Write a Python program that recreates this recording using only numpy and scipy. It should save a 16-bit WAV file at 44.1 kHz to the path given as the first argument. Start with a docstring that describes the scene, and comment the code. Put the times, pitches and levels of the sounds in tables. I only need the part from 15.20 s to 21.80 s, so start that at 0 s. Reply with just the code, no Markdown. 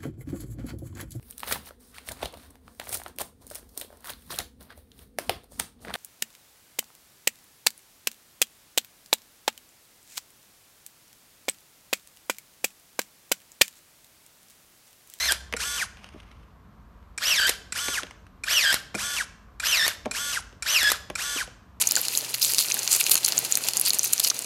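"""In a small room, close by over a table, a battery pruning shear snips five pieces off a branch.
The motor's speed drives gear tones, grinding and rattle: it whirs up, sags as the blade bites, races as wood snaps.
The first cut is already under way. After each cut the blade runs open unloaded.
Noise bursts make the snaps, splinters and ticks; ringing modes make the gear kicks and offcuts knocking on the table.
The bark rubs in the hand, and a low hum and room noise lie under it all; a deep drone fades out early."""
import sys
import numpy as np
from scipy import signal
from scipy.fft import rfft, irfft
from scipy.io import wavfile
from scipy.ndimage import uniform_filter1d

SR = 44100
rng = np.random.default_rng(int(sys.argv[2]) if len(sys.argv) > 2 else 0)


def generate_wav(sig):
    """Save sig (samples, or channels by samples) to the path in sys.argv[1] as 16-bit PCM at SR."""
    pcm = np.round(np.clip(np.atleast_2d(sig).T, -1, 1) * 32767).astype(np.int16)
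    wavfile.write(sys.argv[1], SR, pcm)


N = 291060
TIME = np.arange(N) / SR

# Room background. Each row: frequency in Hz, relative level in dB per Hz.
AIR_SPECTRUM = [(18, -37), (30, -10), (59, -4), (100, -9.5), (137, -16.5), (191, -13), (403, -28.5),
                (446, -22), (482, -28), (728, -25.5), (786, -30.5), (1070, -22.5), (2040, -37.5),
                (10300, -56), (14000, -49.5)]
# How long the room echoes. Each row: frequency in Hz, time to fall by 60 dB in seconds.
ROOM_DECAY = [(200, 1), (1500, 0.53), (5000, 0.53), (12000, 0.26)]
# Closing strokes. Each row: start in seconds (below 0 means already running), run-up in seconds,
# top tooth-meeting rate in Hz, time to sag in seconds, rate under load in Hz, rate gained by racing in Hz,
# moment the wood gives way in seconds, then relative levels in dB of the whine, the grinding and the snap.
CLOSING_STROKES = [(-.25, 0.3, 2104, 0.054, 1387, 276, .1211, -32.5, -23, -7),
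                   (1.9774, 0.098, 2985, 0.12, 1556, 626, 2.2932, -31.5, -24.5, -7),
                   (3.2362, 0.092, 3019, 0.13, 1594, 540, 3.5423, -29, -24.5, -8),
                   (4.3983, .078, 3113, .118, 1790, 599, 4.6793, -31.5, -24.5, -8.5),
                   (5.4234, 0.084, 3087, 0.12, 1678, 414.6, 5.7179, -30, -24.5, -6.5)]
# Opening strokes. Each row: start in seconds, level of the gear kick in dB.
OPENING_STROKES = [(.365, -30.5), (2.5222, -28), (3.749, -28), (4.9113, -28), (5.9531, -26.5)]
# Tones of the loaded gears: cycles per motor turn, one per tone.
LOADED_TONE_ORDERS = [5, 10.847, 12, 21.694, 22.85, 28, 32.541, 43.388, 54.235]
# Relative level in dB of each of those tones, in the same order.
LOADED_TONE_LEVELS = [-24.5, -3.5, -10, -4.5, -21, -17.5, -7.5, -15.5, -8]
# Tones of the free-running drive. Each row: cycles per motor turn, level in dB at full speed.
FREE_RUNNING_TONES = [(4, -47), (5, -40), (6, -44), (10.847, -53), (11, -48), (12, -41.5), (16, -51),
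                      (19, -52), (21.23, -48), (21.694, -42), (24, -54), (28, -40.5)]
# How well the housing passes on gear tones. Each row: frequency in Hz, gain in dB.
HOUSING_RESPONSE = [(500, -18), (1100, -4), (1620, 8), (2100, -1.5), (2800, 0), (3600, 0.5), (4500, 0),
                    (5600, 2.5), (7000, -5.5), (9500, -9), (12000, -9), (14000, -10.5)]
# Grinding of the loaded gears. Each row: frequency in Hz, relative level in dB per Hz.
GRIND_SPECTRUM = [(210, -57), (350, -32.5), (639, -10), (805, -22), (954, -13.5), (1720, -4.5), (2100, -10),
                  (2770, -6.5), (4200, -7), (5460, -9), (6570, -14), (7100, -10), (10300, -19),
                  (11800, -9.5), (14000, -23)]
# Rattle of the unloaded gears. Each row: frequency in Hz, relative level in dB per Hz.
FREE_RATTLE_SPECTRUM = [(240, -29.5), (400, -16.5), (1050, -15.5), (1130, -16.5), (1300, -33), (1420, -2),
                        (1850, -9), (3360, -7), (4260, -7), (6090, -5), (7610, -9), (8320, -6),
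                        (9090, -11.5), (12400, -12), (14000, -28.5)]
# Ringing of the gearbox. Each row: frequency in Hz, relative level in dB, time to fall by 60 dB in seconds.
GEARBOX_MODES = [(1404, -6, 0.031), (1750, -3.5, 0.0071), (2416, -4, 0.025), (2840, -12.5, 0.0021),
                 (4170, -4, 0.0042), (5480, -6, 0.015), (7630, 2.5, 0.0051), (9110, -2.5, 0.0045),
                 (12540, -22.5, .002)]
# Colour of breaking wood. Each row: frequency in Hz, relative level in dB per Hz.
SNAP_SPECTRUM = [(180, -37.5), (300, -8), (2390, -3), (3630, -7.5), (5780, -7), (6470, -9), (7010, -4.5),
                 (8780, -4), (10300, -5), (11900, -4.5), (14000, -12.5)]
# Fibres splitting under the blade. Each row: time in seconds, relative level in dB.
FIBRE_SPLITS = [(0.1113, -18), (2.1985, -18.5), (2.2701, -16), (2.281, -16), (2.2962, -11.5),
                (3.527, -12.5), (4.6653, -15), (5.6307, -12.5), (5.701, -14.5)]
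# Offcuts knocking on the table. Each row: time in seconds, relative level of the thud in dB,
# level of the deep thump in dB, relative level of the click in dB.
OFFCUT_KNOCKS = [(0.3259, -27, -51, -19.5), (0.3376, -14.5, -37, -12), (0.942, -28, -49, -50),
                 (0.957, -29.5, -45.5, -59), (2.6833, -17.5, -49, -15), (2.8331, -22, -60.5, -20),
                 (3.744, -17.5, -29.5, -25), (3.755, -18.5, -43, -38), (4.8576, -14, -42.5, -21.5),
                 (4.862, -11, -34, -33.5), (5.327, -38, -57.5, -41), (5.9009, -16, -38.5, -21.5),
                 (6.159, -19, -49, -40), (6.2751, -28, -47, -37)]
# Ringing of table and offcut. Each row: typical frequency in Hz, typical relative level in dB,
# time to fall by 60 dB in seconds.
TABLE_MODES = [(282, -9.5, 0.038), (395, -5.5, 0.031), (485, -5, 0.027), (627, -6, 0.024),
               (774, -10.5, 0.023), (1060, -11, .016)]
# The whole table top flexing. 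Each row: frequency in Hz, relative level in dB, time to fall by 60 dB in seconds.
TABLE_FLEX_MODES = [(123, -5.5, 0.092), (206, -0.5, 0.087)]
# Light contacts of chips, branch and tool. Each row: time in seconds, relative level in dB.
LIGHT_TICKS = [(0.7712, -37), (0.8437, -30), (0.8892, -36.5), (1.002, -35.5), (1.1148, -40), (1.828, -52.5),
               (2.8242, -28), (2.8685, -32.5), (2.9096, -29.5), (3.067, -40), (4.853, -33), (5.2244, -38.5)]
# Colour of light contacts and rubbing bark. Each row: frequency in Hz, relative level in dB per Hz.
TICK_SPECTRUM = [(290, -39), (500, -2.5), (1480, -0.5), (2860, 2), (4220, -10), (6410, -10.5),
                 (7580, -25.5), (8840, -14), (10000, -17.5), (14000, -33.5)]

# the room noise, the hum, and a deep drone that dies away early on
AIR_DB, HUM_HZ, HUM_DB = -51.5, 54, -59
DRONE_DB, DRONE_HOLD_S, DRONE_FADE_DB_PER_S, DRONE_HZ = -46.5, 0.39, 80, 64.5
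# gear teeth meet this often per motor turn; the rattle above this frequency changes with speed
MESH_PER_TURN, RATTLE_TOP_HZ = 10.847, 10600
# the motor: pause after the kick, braking of the tooth-meeting rate, rate at which the gears sound fully
START_LAG_S, BRAKE_HZ_PER_S, ENGAGED_HZ = .013, 30500, 1550
# the gears sing out as the edge bites: time after the start, width, gain
BITE_S, BITE_WIDTH_S, BITE_DB = 0.14, .019, 13.5
# full load makes the gears louder, braking quieter; grinding grows with speed
LOAD_WHINE_DB, LOAD_GRIND_DB, BRAKING_WHINE_DB, BRAKING_GRIND_DB, GRIND_DB_PER_OCTAVE = 4, 3.5, -7, -2.5, 5.5
# the motor races as the last fibres give way, and wavers in the uneven wood (share of its loaded speed)
RACE_S, WAVER = .026, .015
# overtones relative to the mean of whine and grinding; rasp relative to the overtones
OVERTONE_DB, RASP_DB = 0.5, -6.5
# change of the overtones at the bite, while running up and while racing
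BITE_OVERTONE_DB, RUN_UP_OVERTONE_DB, RACING_OVERTONE_DB = -5, -9, -4.5
# the unloaded opening stroke, always alike: run-up, start of braking, steady tooth-meeting rate
OPEN_RISE_S, OPEN_BRAKE_S, FREE_HZ = .086, .207, 3114
# the unloaded gears: rattle at steady speed, and the sweeping tone while speeding up and braking
FREE_RATTLE_DB, RUN_UP_SWEEP_DB, BRAKE_SWEEP_DB = -33.5, -38, -33
CLOSE_KICK_DB = -28.5
# the branch shifts in the hand: a swell, then a fade, with stray crumbs of bark
SHIFT_S, SHIFT_ATTACK_S, SHIFT_HOLD_S, SHIFT_RELEASE_S = .76, .07, .43, .15
RUSTLE_DB, RUSTLE_FADE_DB_PER_S = -54, 29.5
CRUMBS_PER_S, LOUDEST_CRUMB_DB = 12, -55


def from_db(db):
    """Turn decibels into gain."""
    return 10 ** (np.asarray(db) / 20)


def rms_one(x):
    """Scale a sound to an average (rms) strength of 1."""
    return x / np.sqrt(np.mean(x ** 2) + 1e-20)


def at_hz(points, hz):
    """Read a curve between its points, on a log-frequency axis."""
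    f, value = np.transpose(points)
    return np.interp(np.log(np.maximum(hz, 1)), np.log(f), value)


def add(out, s, sound):
    """Mix a sound in at time s; it may have begun before the start."""
    i = round(s * SR)
    sound, i = sound[max(-i, 0):], max(i, 0)
    out[i:i + len(sound)] += sound[:N - i]


def noise(spectrum, size):
    """Coloured noise of unit rms, falling steeply below its lowest point."""
    hz = np.fft.rfftfreq(size, 1 / SR)
    gain = from_db(at_hz(spectrum, hz)) * np.minimum(hz / spectrum[0][0], 1) ** 2
    white = rng.standard_normal(size)
    return rms_one(irfft(rfft(white) * gain, size))


def drift(rate, t):
    """Wander at random around 0, with a new target (spread 1) rate times a second."""
    return np.interp(t * rate, np.arange(4096), rng.standard_normal(4096))


def ease(t, length_s):
    """Rise from 0 to 1 along a quarter sine."""
    return np.sin(np.pi / 2 * np.clip(t / length_s, 0, 1))


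def ring(force, modes):
    """Let a force strike fading resonances, their signs alternating."""
    out = 0
    for k, (hz, db, t60) in enumerate(modes):
        r = from_db(-60 / (t60 * SR))  # loss per sample
        w = 2 * np.pi * hz / SR
        mode = signal.lfilter([0, np.sin(w)], [1, -2 * r * np.cos(w), r * r], force + 1e-18)
        out = out + (-1) ** k * from_db(db) * mode
    return out


def background():
    """Room rumble as coloured noise, a hum of wavering level and pitch, and a drone that fades away."""
    hum_gain = from_db(HUM_DB + 2 * drift(9, TIME))
    hum = hum_gain * np.sin(2 * np.pi * HUM_HZ * TIME + .9 * drift(7, TIME))
    drone_db = DRONE_DB - DRONE_FADE_DB_PER_S * np.maximum(TIME - DRONE_HOLD_S, 0)
    drone = from_db(drone_db) * np.sin(2 * np.pi * DRONE_HZ * TIME)
    return from_db(AIR_DB) * noise(AIR_SPECTRUM, N) + np.sqrt(2) * (hum + drone)


def motor(t, rise_s, top_hz, brake_s, load_hz=0):
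    """Tooth-meeting rate: the motor runs up, is held back by load and brakes evenly; inertia rounds corners."""
    hz = top_hz * ease(t - START_LAG_S, rise_s) - load_hz - BRAKE_HZ_PER_S * np.maximum(t - brake_s, 0)
    return uniform_filter1d(np.maximum(hz, 100), size=500)


def gear_tones(mesh_hz, t, tones, response, wobble, flutter_db):
    """Tones locked to the motor's turning, coloured by a response curve as they glide."""
    turn_hz = mesh_hz / MESH_PER_TURN * (1 + wobble * drift(400, t))
    turns = np.cumsum(turn_hz) / SR
    out = 0
    for order, db in tones:
        gain = from_db(db + at_hz(response, order * turn_hz) + flutter_db * drift(450, t))
        out = out + gain * np.sin(2 * np.pi * (order * turns + rng.random()))
    return np.sqrt(2) * out


def gear_rattle(mesh_hz, t, spectrum, throb, grain_db):
    """Teeth rub and clatter unevenly, swelling once in every motor turn; faster teeth sound brighter."""
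    turns = np.cumsum(mesh_hz / MESH_PER_TURN) / SR
    contact = (1 + throb * np.cos(2 * np.pi * turns)) * from_db(grain_db * drift(1500, t))
    rattle = noise(spectrum, len(t))
    top_filter = signal.butter(4, RATTLE_TOP_HZ, "high", fs=SR, output="sos")
    top = signal.sosfiltfilt(top_filter, rattle)
    brightness = np.clip(mesh_hz / 2300, .3, 1.15)
    return rms_one((rattle + (brightness - 1) * top) * contact)


def drive_whistle(mesh_hz, t):
    """The motor's switching whistle slides down as the speed rises."""
    hz = 10200 - .4 * mesh_hz + 90 * drift(700, t)
    gain = signal.windows.tukey(len(t), .1) * from_db(4 * drift(300, t))
    return gain * np.sin(2 * np.pi * np.cumsum(hz) / SR)


def closing():
    """The loaded gears sing and grind: the wood drags the motor down until it gives way."""
    out = np.zeros(N)
    tones = list(zip(LOADED_TONE_ORDERS, LOADED_TONE_LEVELS))
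    for s, rise_s, top_hz, sag_s, loaded_hz, race_hz, snap_s, whine_db, grind_db, _ in CLOSING_STROKES:
        through_s = snap_s - s
        t = np.arange(0, through_s + (loaded_hz + race_hz) / BRAKE_HZ_PER_S, 1 / SR)

        # how far each phase has come, from 0 to 1
        sag = ease(t - START_LAG_S - rise_s, sag_s) ** 2
        freed = np.clip((t - through_s) / RACE_S + 1, 0, 1)
        load, braking = sag * (1 - freed), ease(t - through_s, .012)
        running_up = 1 - ease(t - START_LAG_S, rise_s)
        bite = np.exp(-.5 * ((t - BITE_S) / BITE_WIDTH_S) ** 2)

        slowing_hz = sag * (top_hz - loaded_hz * (1 + WAVER * drift(60, t)))
        mesh_hz = motor(t, rise_s, top_hz, through_s + .004, slowing_hz - freed * race_hz)
        moving = np.minimum(mesh_hz / ENGAGED_HZ, 1)

        whine_db = whine_db + BITE_DB * bite + LOAD_WHINE_DB * load + BRAKING_WHINE_DB * braking
        octaves = np.log2(np.maximum(mesh_hz, ENGAGED_HZ) / FREE_HZ)
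        grind_db = grind_db + GRIND_DB_PER_OCTAVE * octaves
        grind_db = grind_db + LOAD_GRIND_DB * load + BRAKING_GRIND_DB * braking
        overtone_db = (whine_db + grind_db) / 2 + OVERTONE_DB + BITE_OVERTONE_DB * bite
        overtone_db = overtone_db + RUN_UP_OVERTONE_DB * running_up + RACING_OVERTONE_DB * freed

        # the low tones follow the whine; the overtones also follow how hard the teeth grind
        low = gear_tones(mesh_hz, t, tones[:3], HOUSING_RESPONSE, wobble=.013, flutter_db=2.5)
        low = from_db(whine_db - 2) * low
        high = gear_tones(mesh_hz, t, tones[3:], HOUSING_RESPONSE, wobble=.009, flutter_db=4)
        high = from_db(overtone_db) * high
        # teeth bouncing in their slack smear each tone into a rasping band
        rasp = gear_tones(mesh_hz, t, tones, HOUSING_RESPONSE, wobble=.045, flutter_db=3.5)
        rasp = from_db(overtone_db + RASP_DB) * rasp
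        grind = gear_rattle(mesh_hz, t, GRIND_SPECTRUM, throb=.25, grain_db=3.0)
        grind = from_db(grind_db - 3 + 1.5 * drift(110, t)) * grind
        whistle = from_db(-46) * (1 - moving) * drive_whistle(mesh_hz, t)
        add(out, s, moving ** 2 * low + moving ** 4 * (high + rasp) + moving * grind + whistle)
    return out


def cracks(events, spectrum, decay_s, tail_db, tail_s):
    """A sharp noise burst of breaking or colliding wood with a short splintery tail."""
    out, t = np.zeros(N), TIME[:SR // 10]
    for s, db in events:
        tail = from_db(tail_db + 1.1 * drift(1400, t)) * np.exp(-t / tail_s)
        burst = noise(spectrum, len(t)) * (np.exp(-t / decay_s) + tail)
        add(out, s, from_db(db) * burst / np.std(burst[:SR // 500]))  # level set over the first 2 ms
    return out


def knocks(events, contact_s, scuff_db):
    """A blunt push and a brief scuff of bark set the table ringing, a little differently each time."""
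    out, t = np.zeros(N), TIME[:SR // 5]
    for s, db, thump_db, _ in events:
        modes = [(hz * (1 + .04 * rng.normal()), level + rng.normal(), t60) for hz, level, t60 in TABLE_MODES]
        scuff = from_db(scuff_db) * rng.standard_normal(len(t)) * np.exp(-t / .007)
        force = np.exp(-t / contact_s) + scuff
        thud, thump = ring(force, modes), ring(force, TABLE_FLEX_MODES)
        thud = from_db(db) * thud / np.abs(thud).max()
        # 9 dB up makes good the 9 dB by which scene() lowers the knocks
        thump = from_db(thump_db + 9) * thump / np.abs(thump).max()
        add(out, s, thud + thump)
    return out


def opening():
    """The free motor ramps up to a steady speed, holds it and brakes."""
    out, t = np.zeros(N), np.arange(0, OPEN_BRAKE_S + FREE_HZ / BRAKE_HZ_PER_S, 1 / SR)
    mesh_hz = motor(t, OPEN_RISE_S, FREE_HZ, OPEN_BRAKE_S)
    speed, moving = mesh_hz / FREE_HZ, np.minimum(mesh_hz / ENGAGED_HZ, 1)
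    # speeding up and braking load the teeth: the twelfth order and the rattle stand out
    ramping = np.clip((1 - speed) * 7, 0, 1)
    sweep_db = np.where(t > OPEN_BRAKE_S, BRAKE_SWEEP_DB, RUN_UP_SWEEP_DB)
    free_response = [(400, -15), (1000, 0)]  # Hz, dB
    for s, _ in OPENING_STROKES:
        tones = gear_tones(mesh_hz, t, FREE_RUNNING_TONES, free_response, wobble=.0008, flutter_db=1.2)
        tones = speed ** 2 * tones
        sweep = gear_tones(mesh_hz, t, [(12, 0)], HOUSING_RESPONSE, wobble=.018, flutter_db=3)
        sweep = ramping * from_db(sweep_db) * sweep
        rattle = gear_rattle(mesh_hz, t, FREE_RATTLE_SPECTRUM, throb=0.12, grain_db=2.5)
        rattle = from_db(FREE_RATTLE_DB + 2 * ramping) * rattle
        whistle = from_db(-48) * ramping * drive_whistle(mesh_hz, t)
        add(out, s, moving ** 1.3 * (tones + sweep + rattle) + whistle)
    return out


def kicks(chatter_s):
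    """At each start the gears chatter through their slack, then rub as they take up the load."""
    out, t = np.zeros(N), TIME[:SR // 10]
    starts = [(stroke[0], CLOSE_KICK_DB) for stroke in CLOSING_STROKES] + OPENING_STROKES
    for s, db in starts:
        force = rng.standard_normal(len(t)) * (np.exp(-(t / chatter_s) ** 4) + 0.13 * np.exp(-t / 0.11))
        chatter = ring(force, GEARBOX_MODES)
        chatter = chatter / np.std(chatter[:round(chatter_s * SR)])
        rub_fade = 0.25 * np.exp(-t / chatter_s) + 0.13 * np.exp(-t / .03)
        rub = noise(FREE_RATTLE_SPECTRUM, len(t)) * rub_fade
        add(out, s, from_db(db) * (chatter + rub))
    return out


def handling():
    """Bark rubs and crumbles in the hand: fluttering noise with small random cracks."""
    t = TIME - SHIFT_S
    release = ease(t - SHIFT_ATTACK_S - SHIFT_HOLD_S, SHIFT_RELEASE_S)
    held = ease(t, SHIFT_ATTACK_S) * (1 - release)
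    rub_db = RUSTLE_DB - RUSTLE_FADE_DB_PER_S * t + 3.5 * drift(150, TIME)
    rub = from_db(rub_db) * noise(TICK_SPECTRUM, N)
    draws = rng.random((round(CRUMBS_PER_S * SHIFT_HOLD_S), 2))
    first_s = SHIFT_S + SHIFT_ATTACK_S
    crumbs = [(first_s + SHIFT_HOLD_S * when, LOUDEST_CRUMB_DB - 6 * softness) for when, softness in draws]
    return held * (rub + cracks(crumbs, TICK_SPECTRUM, decay_s=.0014, tail_db=-17, tail_s=.008))


def room(x, wet_db):
    """Echoes blur into a diffuse noise tail that dies away band by band."""
    t, tail = TIME[:SR * 3 // 4], 0
    edges = np.geomspace(100, 15000, 8)
    for low, high in zip(edges, edges[1:]):
        band_filter = signal.butter(2, [low, high], "band", fs=SR, output="sos")
        band = signal.sosfilt(band_filter, rng.standard_normal(len(t)))
        decay_db = -60 * t / at_hz(ROOM_DECAY, np.sqrt(low * high))
        tail = tail + band * from_db(decay_db)
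    tail = tail * np.minimum(t / 0.0068, 1)  # the tail builds up gradually
    return from_db(wet_db) * signal.fftconvolve(x, tail / np.linalg.norm(tail))[:N]


def scene():
    """Mix shear, wood and table, then add the room's tail and background."""
    shear = closing() + opening() + kicks(chatter_s=0.0083)
    snaps = [(snap_s, snap_db) for *_, snap_s, _, _, snap_db in CLOSING_STROKES]
    clicks = [(s, click_db) for s, _, _, click_db in OFFCUT_KNOCKS]
    splitting = cracks(snaps + FIBRE_SPLITS, SNAP_SPECTRUM, decay_s=.002, tail_db=-16, tail_s=.009)
    contacts = cracks(clicks + LIGHT_TICKS, TICK_SPECTRUM, decay_s=.0014, tail_db=-17, tail_s=.008)
    thuds = knocks(OFFCUT_KNOCKS, contact_s=0.00027, scuff_db=-3.5)
    wood = from_db(-6.5) * splitting + from_db(-8.0) * contacts + from_db(-9) * thuds
    dry = shear + wood + handling()
    return (dry + room(dry, wet_db=-17.5) + background())[None]


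def record(dry):
    """Cut the deepest bass and the very top steeply."""
    bass_cut = signal.butter(4, 39, "high", fs=SR, output="sos")
    top_cut = signal.ellip(10, .1, 80, 14000, fs=SR, output="sos")
    return signal.sosfilt(top_cut, signal.sosfilt(bass_cut, dry))


dry = scene()
out = record(dry)
generate_wav(out)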